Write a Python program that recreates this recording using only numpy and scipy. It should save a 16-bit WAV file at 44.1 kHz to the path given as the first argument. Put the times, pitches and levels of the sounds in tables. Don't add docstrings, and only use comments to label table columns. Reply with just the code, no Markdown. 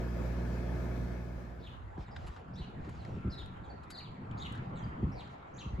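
import sys
import numpy as np
from scipy import signal
from scipy.fft import rfft, irfft, next_fast_len
from scipy.io import wavfile
from scipy.ndimage import uniform_filter1d, map_coordinates

SR = 44100
rng = np.random.default_rng(int(sys.argv[2]) if len(sys.argv) > 2 else 0)


def master(y):
    cut = np.clip(np.atleast_2d(y).T, -1, 1)
    pcm = np.round(cut * 32767)
    wavfile.write(sys.argv[1], SR, pcm.astype(np.int16))


N = 255780
TOP_HZ = 15650


def amp(db):
    return 10 ** (np.asarray(db) / 20)


def unit(x):
    return x / np.sqrt(np.mean(x ** 2) + 1e-20)


def along(points, hz):
    f, v = np.transpose(points)
    return np.interp(np.log(hz + 1), np.log(f + 1), v)


def curves(rows):
    s, *cols = np.transpose(rows)
    return [np.interp(np.arange(N) / SR, s, c) for c in cols]


def half_sine(seconds):
    return np.sin(np.pi * np.linspace(0, 1, round(seconds * SR)))


def wobble(knots_per_s):
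    knots = rng.standard_normal(int(N * knots_per_s / SR) + 4)
    return map_coordinates(knots, [np.arange(N) * knots_per_s / SR])


def filtered(x, response):
    m = next_fast_len(x.shape[-1] + SR // 4)
    spectrum = rfft(x, m) * response(np.fft.rfftfreq(m, 1 / SR))
    return irfft(spectrum, m)[..., :x.shape[-1]]


def add(track, s, sound):
    part = track[..., round(s * SR):][..., :sound.shape[-1]]
    part += sound[..., :part.shape[-1]]


def rush(spectrum, alike, patchy_db):
    z = signal.stft(rng.standard_normal((2, N)), nperseg=512)[2]
    field = uniform_filter1d(rng.standard_normal(z.shape[1:]), size=5, axis=0)
    field = uniform_filter1d(field, size=12, axis=1)
    pair = signal.istft(z * amp(patchy_db * unit(field)), nperseg=512)[1][:, :N]

    def mid_side_response(hz):
        turn = np.arccos(np.clip(along(alike, hz), -1, 1)) / 2
        return amp(along(spectrum, hz)) * [np.cos(turn), np.sin(turn)]

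    mid, side = filtered(pair, mid_side_response)
    return unit(np.array([mid + side, mid - side]))


def burst(spectrum, seconds):
    noise = rng.standard_normal(round(seconds * SR))
    return unit(filtered(noise, lambda hz: amp(along(spectrum, hz))))


def tone(hz, wander_hz):
    phase = 2 * np.pi * np.cumsum(hz + wander_hz * wobble(12)) / SR
    skew_rad = min(hz / 1400, .7)
    return np.sqrt(2) * np.sin(phase + np.array([[skew_rad], [-skew_rad]]))


def reverb(x, t60_s, wet_db, build_s):
    t = np.arange(SR // 2) / SR
    clumps = amp(2.5 * wobble(130)[:len(t)])
    envelope = amp(-60 * t / t60_s) * (1 - np.exp(-(t / build_s) ** 2))
    tail = rng.standard_normal((2, len(t))) * clumps * envelope
    response = amp(wet_db) * tail / np.linalg.norm(tail[0])
    response[:, 0] += 1
    return signal.fftconvolve(np.atleast_2d(x), response, axes=1)


def air_conditioner():
    # (frequency [Hz], relative level [dB], pitch wander [Hz])
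    lines = [(59.3, -38, .1), (78.3, -54, 1), (119.6, -43.5, .35), (157, -56, 2), (178.2, -47, .5),
             (213.6, -56, 1), (239, -55.5, 1), (251, -57, 2), (360, -53.5, .7), (709.7, -61.5, 1.5),
             (948, -71.5, 1.5), (1124, -69.5, 1.5), (1229, -72, 2), (1244, -69, 1), (1660, -72.5, 3),
             (1691, -69.5, 3), (1716.6, -66.5, 2.5), (1738, -69, 3), (1782, -73.5, 5), (1835, -76, 3),
             (2140, -77, 8), (2207, -75.5, 4), (2548.9, -72.5, .7)]
    # (frequency [Hz], relative density [dB])
    blower = [(20, -29), (45, 0), (90, -5.5), (135, -3.5), (160, -1), (250, -3), (310, -5), (500, -7),
              (690, -7.5), (745, -18.5), (820, -13), (1200, -19), (1650, -17.5), (1950, -25.5),
              (2180, -21.5), (2550, -29.5), (2800, -32.5), (6000, -36.5), (9000, -46.5), (12500, -44.5),
              (15600, -45.5)]
    # (frequency [Hz], correlation [-1 to 1])
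    room_alike = [(60, 0.87), (130, 0.99), (290, 0.41), (640, 0.37), (1410, 0.1), (3100, 0.2),
                  (6820, -0.036), (15000, -0.1)]
    # (frequency [Hz], left minus right [dB])
    room_pan = [(60, -2), (200, -1), (700, 0.5), (1300, 3.5), (4400, 5.5), (8000, 3), (15000, -2)]
    hum = amp(-0.5) * sum(amp(db + 0.49 * wobble(1.3)) * tone(hz, wander_hz) for hz, db, wander_hz in lines)
    surge_db = .6 * wobble(11)
    air = amp(-43.0 + surge_db) * rush(blower, room_alike, patchy_db=1.47)
    return filtered(hum + air, lambda hz: amp(along(room_pan, hz) * np.array([[.5], [-.5]])))


def traffic():
    # (time [s], relative level [dB])
    traffic_level = [(1.8, -59.5), (2.27, -58), (2.55, -59), (2.8, -57.5), (3.26, -56), (3.65, -59),
                     (4.05, -59), (4.29, -57.5), (4.6, -53.5), (4.9, -55.5), (5.4, -57), (5.8, -57.5)]
    # (frequency [Hz], relative density [dB])
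    yard = [(25, -13.5), (70, -9), (200, -15.5), (300, -12), (560, -13.5), (800, -11.5), (1300, -16.5),
            (2000, -25.5), (3300, -37), (5700, -49.5), (11000, -57), (15000, -68)]
    # (frequency [Hz], correlation [-1 to 1])
    yard_alike = [(100, 1), (300, 0.78), (600, -0.52), (1200, -0.2), (2500, 0.31), (8000, -0.069)]
    # (time [s], relative level [dB])
    swell_level = [(4.15, -70), (4.33, -50), (4.47, -49.5), (4.66, -54), (4.85, -52), (5.05, -54.5),
                   (5.3, -61)]
    # (frequency [Hz], relative density [dB])
    swell_colour = [(300, -32), (600, -5.5), (850, 4), (1200, -0.5), (1600, -12.5), (2200, -3.5),
                    (3200, -42), (6000, -58)]
    # (frequency [Hz], relative density [dB])
    flicker_colour = [(300, -30), (700, 7), (1400, -7), (2800, -14), (5000, -31.5)]
    # (time [s], relative level [dB])
    whine_level = [(3.1, -73), (3.25, -58), (3.6, -64.5), (4.15, -70), (4.6, -64), (5.8, -68)]
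    level_db = curves(traffic_level)[0]
    wash = amp(level_db + 8) * rush(yard, yard_alike, patchy_db=3.0)
    swell = amp(curves(swell_level)[0]) * rush(swell_colour, [(1000, -0.89)], patchy_db=5.0)
    scatter_db = 3.5 * wobble(110)
    flicker = amp(level_db - 3) * unit(amp(scatter_db) * rush(flicker_colour, yard_alike, patchy_db=4))
    whine = amp(curves(whine_level)[0] + 0.39 * wobble(20.0)) * tone(1360.5, wander_hz=1.21)
    return wash + flicker + swell + whine


def wind():
    # (time [s], relative buffet level [dB], relative flutter level [dB])
    wind_levels = [(1.75, -50.5, -61), (1.95, -50, -54.5), (2.12, -57, -54), (2.25, -54, -73),
                   (2.54, -62, -46), (2.68, -55.5, -44), (3.38, -47, -47.5), (3.89, -57.5, -55),
                   (4.1, -77, -45.5), (4.28, -58, -44), (4.47, -48.5, -41), (4.68, -63, -42.5),
                   (4.88, -47.5, -43), (4.98, -62, -39.5), (5.1, -46.5, -43.5), (5.36, -65, -55),
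                   (5.56, -60, -52.5), (5.75, -48, -48)]
    # (frequency [Hz], relative density [dB])
    buffet_colour = [(18, -44), (35, -18.5), (55, 5), (85, 3.5), (130, -5), (300, -53.5)]
    # (frequency [Hz], relative density [dB])
    flutter_colour = [(60, -10), (110, 2), (185, -0.5), (300, -11.5), (450, -21), (900, -37.5),
                      (2000, -103)]
    # (time [s], length [s], peak boost [dB])
    gusts = [(2.116, 0.19, 8.5), (2.73, 0.13, 4), (4.977, 0.12, 6)]
    buffet_db, flutter_db = curves(wind_levels)
    gust_db = np.zeros(N)
    for s, length_s, db in gusts:
        add(gust_db, s, db * half_sine(length_s))
    buffet = amp(0.51 * wobble(22)) * rush(buffet_colour, [(60, 0.71)], patchy_db=0.5)
    flutter = amp(2.3 * wobble(30)) * rush(flutter_colour, [(150, 0.96)], patchy_db=2.5)
    return amp(gust_db) * (amp(buffet_db + 3.5) * buffet + amp(flutter_db + 0.7) * flutter)


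def bumps():
    # (time [s], relative level [dB], length [s], hardness [dB per octave])
    bump_rows = [(1.349, -45, 0.024, -14), (1.976, -48, 0.024, 10.5), (1.983, -38.5, 0.037, -7),
                 (2.187, -41, 0.028, -8), (2.241, -42, 0.024, -12), (2.283, -41.5, 0.03, -11),
                 (2.532, -43.5, 0.04, -1), (2.594, -40, 0.031, -12.5), (2.87, -42.5, 0.034, 4),
                 (3.075, -37, 0.038, -1.5), (3.125, -41, 0.021, -1), (3.164, -43.5, 0.025, 9),
                 (3.243, -31, 0.0453, 0), (3.269, -31, 0.038, -2), (5.024, -25, 0.037, -1),
                 (5.061, -47, 0.046, -5), (5.656, -34, 0.031, -3.5), (5.723, -38, 0.035, -11),
                 (5.781, -34, 0.038, 1)]
    # (centre frequency [Hz], relative level [dB], share of the bump's length)
    body = [(64.1, -4.5, 1.3), (117.3, -0.5, 0.62), (202, -3.5, 0.846), (333.4, -10, 0.584),
            (590, -24, 0.16)]
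    # (frequency [Hz], relative density [dB])
    thud = [(100, -4), (280, 9), (480, 0), (700, -15), (1500, -53), (4000, -80)]
    rub_db, sag_octaves = -17, 0.82
    pivot_hz = body[1][0]
    track = np.zeros(N)
    for s, db, length_s, hardness in bump_rows:
        rub = burst(thud, length_s)
        add(track, s, amp(db + rub_db + hardness) * rub * half_sine(length_s))
        for hz, mode_db, share in body:
            swing = half_sine(length_s * share)
            u = np.linspace(0, 1, len(swing))
            phase = 2 * np.pi * np.cumsum(hz * 2 ** (sag_octaves * (.5 - u))) / SR
            gain = amp(db + mode_db + hardness * np.log2(hz / pivot_hz))
            add(track, s, gain * swing * np.sin(phase))
    return track


def whistle(glide_hz, rough, octave_db, lead_rad):
    # (frequency [Hz], relative level [dB])
    overtones = [(3000, -21), (5500, -17), (7300, -20), (9000, -28), (11000, -28), (14000, -39)]
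    buzz_hz, warble = 390, .125
    u = np.linspace(0, 1, len(glide_hz))

    def flutter(knots_per_s):
        return map_coordinates(rng.standard_normal(SR // 10), [np.arange(len(u)) * knots_per_s / SR])

    rasp, shimmer = flutter(1054), flutter(387)
    trill = 2 * np.pi * np.cumsum(buzz_hz * (1 + 0.2 * flutter(150))) / SR
    shake = rough * np.sin(trill) + (.05 + .5 * rough) * rasp
    phase = 2 * np.pi * np.cumsum(glide_hz * (1 + warble * shake)) / SR
    phase = phase + lead_rad * np.array([[.5], [-.5]])
    pulses = 1 + min(rough, 1) * np.cos(trill)
    shimmer_db = 3.3 * np.sqrt(rough) * shimmer
    swell = unit(np.sqrt(np.abs(np.sin(np.pi * u))) * pulses * amp(shimmer_db))

    def overtone(k):
        hz = k * glide_hz
        return amp(along(overtones, hz)) * (hz < TOP_HZ) * np.sin(k * (phase + rough * rasp))

    hiss_colour = [(5000, -25), (6500, 6), (8000, -3), (11300, 1.5), (13000, -18)]
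    hiss = amp(-25.5) * burst(hiss_colour, len(u) / SR)
    note = swell * (np.sin(phase) + amp(octave_db) * overtone(2) + overtone(3) + hiss)
    return reverb(note, t60_s=.42, wet_db=-2.2, build_s=.016)


def sparrows():
    # (time [s], length [s], start [Hz], middle [Hz], end [Hz],
    # relative level [dB], roughness [0-1], second-harmonic boost [dB])
    chirp_notes = [(1.598, 0.024, 4370, 4800, 5100, -64, 0.65, -4),
                   (1.618, .03, 3340, 3960, 3950, -60, 0.4, -2),
                   (1.637, 0.02, 3880, 3720, 3350, -54, 0.5, -2),
                   (1.659, 0.029, 3450, 3233, 2830, -50.5, .6, -7),
                   (2.534, .04, 4900, 5460, 5500, -63, 0.54, 11),
                   (2.556, 0.026, 3390, 3780, 3950, -58, 0.25, 4),
                   (2.577, 0.03, 4040, 4020, 3600, -53.5, .5, 5),
                   (2.61, 0.056, 3230, 2950, 2920, -57, 0.47, 2),
                   (3.299, 0.033, 4580, 5150, 5570, -55.5, 0.4, -4),
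                   (3.318, 0.04, 4220, 4050, 3680, -50.5, 0.2, 0),
                   (3.375, 0.035, 3920, 3780, 3550, -48.5, 0.26, -6),
                   (3.401, .029, 3550, 3320, 3100, -53.5, 0.53, -12),
                   (3.908, .032, 4930, 4610, 4520, -52.5, 0.14, 8),
                   (3.941, 0.031, 4370, 4070, 3500, -49, 0.17, 5),
                   (3.972, 0.029, 4840, 4300, 3600, -45, 0, -5),
                   (3.999, 0.026, 3200, 2520, 2070, -54.5, 0.37, -13),
                   (4.034, 0.049, 4040, 3420, 2750, -60, .2, -14),
                   (4.371, .03, 3970, 4600, 5470, -58.5, 0.65, 10),
                   (4.372, 0.064, 6650, 6770, 7570, -63.5, .4, -8),
                   (4.394, 0.027, 3420, 3720, 3900, -53.5, 0.36, 3),
                   (4.415, 0.025, 3874, 3790, 3510, -45, 0.57, -1),
                   (4.444, .036, 3160, 2990, 2640, -46, 0.52, -5),
                   (5.116, 0.035, 4960, 5570, 5330, -63.5, 0.3, 4),
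                   (5.147, 0.039, 5210, 4640, 4280, -63.5, .4, 4),
                   (5.176, 0.04, 4410, 4050, 3900, -56.5, 0.38, 8),
                   (5.193, 0.04, 3930, 3130, 2240, -56, 0.48, 2),
                   (5.538, 0.023, 6350, 6400, 6700, -64, 0.3, -6),
                   (5.56, 0.022, 5420, 6620, 7100, -57.5, 0.36, -6),
                   (5.59, 0.014, 6700, 6550, 6400, -56.5, 0.04, -6),
                   (5.599, 0.029, 5970, 5900, 5500, -59, 0.4, -2),
                   (5.58, 0.026, 3440, 3930, 3400, -52.5, .6, -3),
                   (5.6, 0.035, 3400, 2984, 2530, -49.5, 0.4, -4)]
    cheep_notes = [(2.059, 0.03, 4060, 3800, 3500, -68, 0.35, 13),
                   (2.108, 0.033, 5170, 5000, 4850, -64, .29, -2),
                   (2.99, 0.049, 4580, 4040, 3740, -66, 0.26, 5),
                   (3.635, 0.04, 4100, 3580, 3000, -66, 0.53, 10),
                   (3.696, 0.023, 4660, 4450, 4380, -60, 0.11, -7),
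                   (4.753, 0.054, 4140, 3610, 3030, -61.5, 0.45, 16),
                   (4.82, 0.018, 3230, 3170, 3200, -59, .1, 2),
                   (4.835, 0.022, 4850, 4740, 4600, -63, .15, -6)]
    # (time [s], phase lead of the left port [rad])
    bearing = [(4.1, 0.6), (4.35, -0.1), (5.6, -0.6)]
    # (delay [s], relative level [dB])
    walls = [(.013, -11), (.031, -31.5)]
    track = np.zeros((2, N))
    for s, length_s, start_hz, middle_hz, end_hz, db, rough, octave_db in chirp_notes + cheep_notes:
        arch = np.polyfit([0, .5, 1], [start_hz, middle_hz, end_hz], 2)
        glide_hz = np.polyval(arch, np.linspace(0, 1, round(length_s * SR)))
        lead_rad = np.interp(s, *np.transpose(bearing))
        add(track, s, amp(db) * whistle(glide_hz, rough, octave_db, lead_rad))

    def echoes(hz):
        return 1 + sum(amp(db) * np.exp(-2j * np.pi * hz * delay_s) for delay_s, db in walls)

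    return filtered(track, echoes) * amp([[.8], [-.8]])


def hiss_strokes():
    # (time [s], length [s], relative level [dB])
    strokes = [(1.972, 0.093, -64), (2.108, 0.34, -64.5), (2.787, 0.3, -66.5), (3, 0.24, -68),
               (5.29, 0.075, -69), (5.715, .067, -74.5)]
    # (frequency [Hz], relative density [dB])
    stroke_colour = [(3000, 7.5), (5500, 4.5), (7200, -2), (9000, -3), (11200, -9), (13000, -2)]
    envelope = np.zeros(N)
    for s, length_s, db in strokes:
        add(envelope, s, amp(db) * half_sine(length_s))
    return envelope * rush(stroke_colour, [(7000, 0.63)], patchy_db=2)


def ticks():
    # (time [s], relative level [dB], bright edge [dB], rise [s], knock [Hz], casing ring [dB])
    tick_rows = [(1.978, -37.5, -36, 0.001, 700, 17), (2.081, -40, -28, 0.0042, 850, 21),
                 (2.16, -31.3, -22, .004, 1580, 11), (2.264, -38, -6.5, .0075, 1220, 3),
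                 (2.361, -39.5, -24, .0055, 1500, 7), (2.891, -38.5, -9, .0032, 1000, 6),
                 (3.049, -35.7, -15, .0022, 2050, 16), (2.845, -45, -19, 0.0059, 1700, -2),
                 (3.075, -52, -6, .002, 2400, 6), (3.459, -53.5, 10, 0.002, 1700, 6),
                 (3.831, -48.5, -7, 0.0057, 1700, 4), (3.901, -39, 5.5, 0.005, 1300, 6),
                 (4.312, -40.5, -19, 0.0013, 3400, 20), (4.522, -48, 8.5, 0.0019, 1700, 3),
                 (4.546, -42, -11, 0.0059, 1700, 0), (4.573, -42.5, -19, .0041, 1700, 3),
                 (5.273, -46, -14, 0.0029, 2000, 3)]
    # (ratio to the knock pitch, relative level [dB])
    casing_modes = [(1, 0), (2.3, -4)]
    knock_q, crackle_db, slips_per_s = 5, 4, 900
    knock_colour = [(300, -12), (900, 8), (1700, 1.5), (3500, -4), (7000, -11.5), (12000, -46)]
    edge_colour = [(1500, -1.0), (4200, 8), (5800, -1.0), (7500, 8), (11300, 6), (13000, -22)]
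    track, t = np.zeros((2, N)), np.arange(SR // 20) / SR
    for s, db, bright_db, rise_s, knock_hz, ring_db in tick_rows:
        swell = (t / rise_s * np.exp(1 - t / rise_s)) ** 1.4
        force = swell * amp(crackle_db * wobble(slips_per_s)[:len(t)])
        slips = force * rng.standard_normal((2, len(t)))

        def casing(hz):
            response = 1
            for ratio, mode_db in casing_modes:
                mode_hz = ratio * knock_hz
                detune = hz / mode_hz - mode_hz / (hz + 1)
                response = response + amp(ring_db + mode_db) / (1 + 1j * knock_q * detune)
            return response

        knock = filtered(slips[0], lambda hz: casing(hz) * amp(along(knock_colour, hz)))
        edge = filtered(slips[1], lambda hz: amp(along(edge_colour, hz)))
        level = amp(db - 15.5) * np.sqrt(np.mean(swell ** 2))
        scrape = level * (unit(knock) + amp(bright_db) * unit(edge))
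        add(track, s, reverb(scrape, t60_s=.07, wet_db=-8, build_s=.003))
    return track * amp([[1.2], [-1.2]])


def scene():
    # (time [s], room gain [dB], yard gain [dB])
    fade = [(0, 1, -46), (.9, 0.5, -32), (1.15, -2, -35), (1.4, -6.5, -7), (1.6, -10, -6.5),
            (1.75, -15.5, -2), (1.9, -45, -2.5)]
    # (frequency [Hz], gain [dB])
    port = [(4500, 0.5), (5700, -3.5), (7400, 0.5), (8600, -12), (9400, -17), (10200, -6), (11400, -3),
            (12300, -23), (15000, -21)]
    room_db, yard_db = curves(fade)
    yard = amp(yard_db) * (traffic() + wind() + sparrows())
    outdoors = yard + bumps() + ticks() + hiss_strokes()
    return amp(room_db) * air_conditioner() + filtered(outdoors, lambda hz: amp(along(port, hz)))


def record(dry):
    return filtered(dry, lambda hz: hz < TOP_HZ)


dry = scene()
out = record(dry)
master(out)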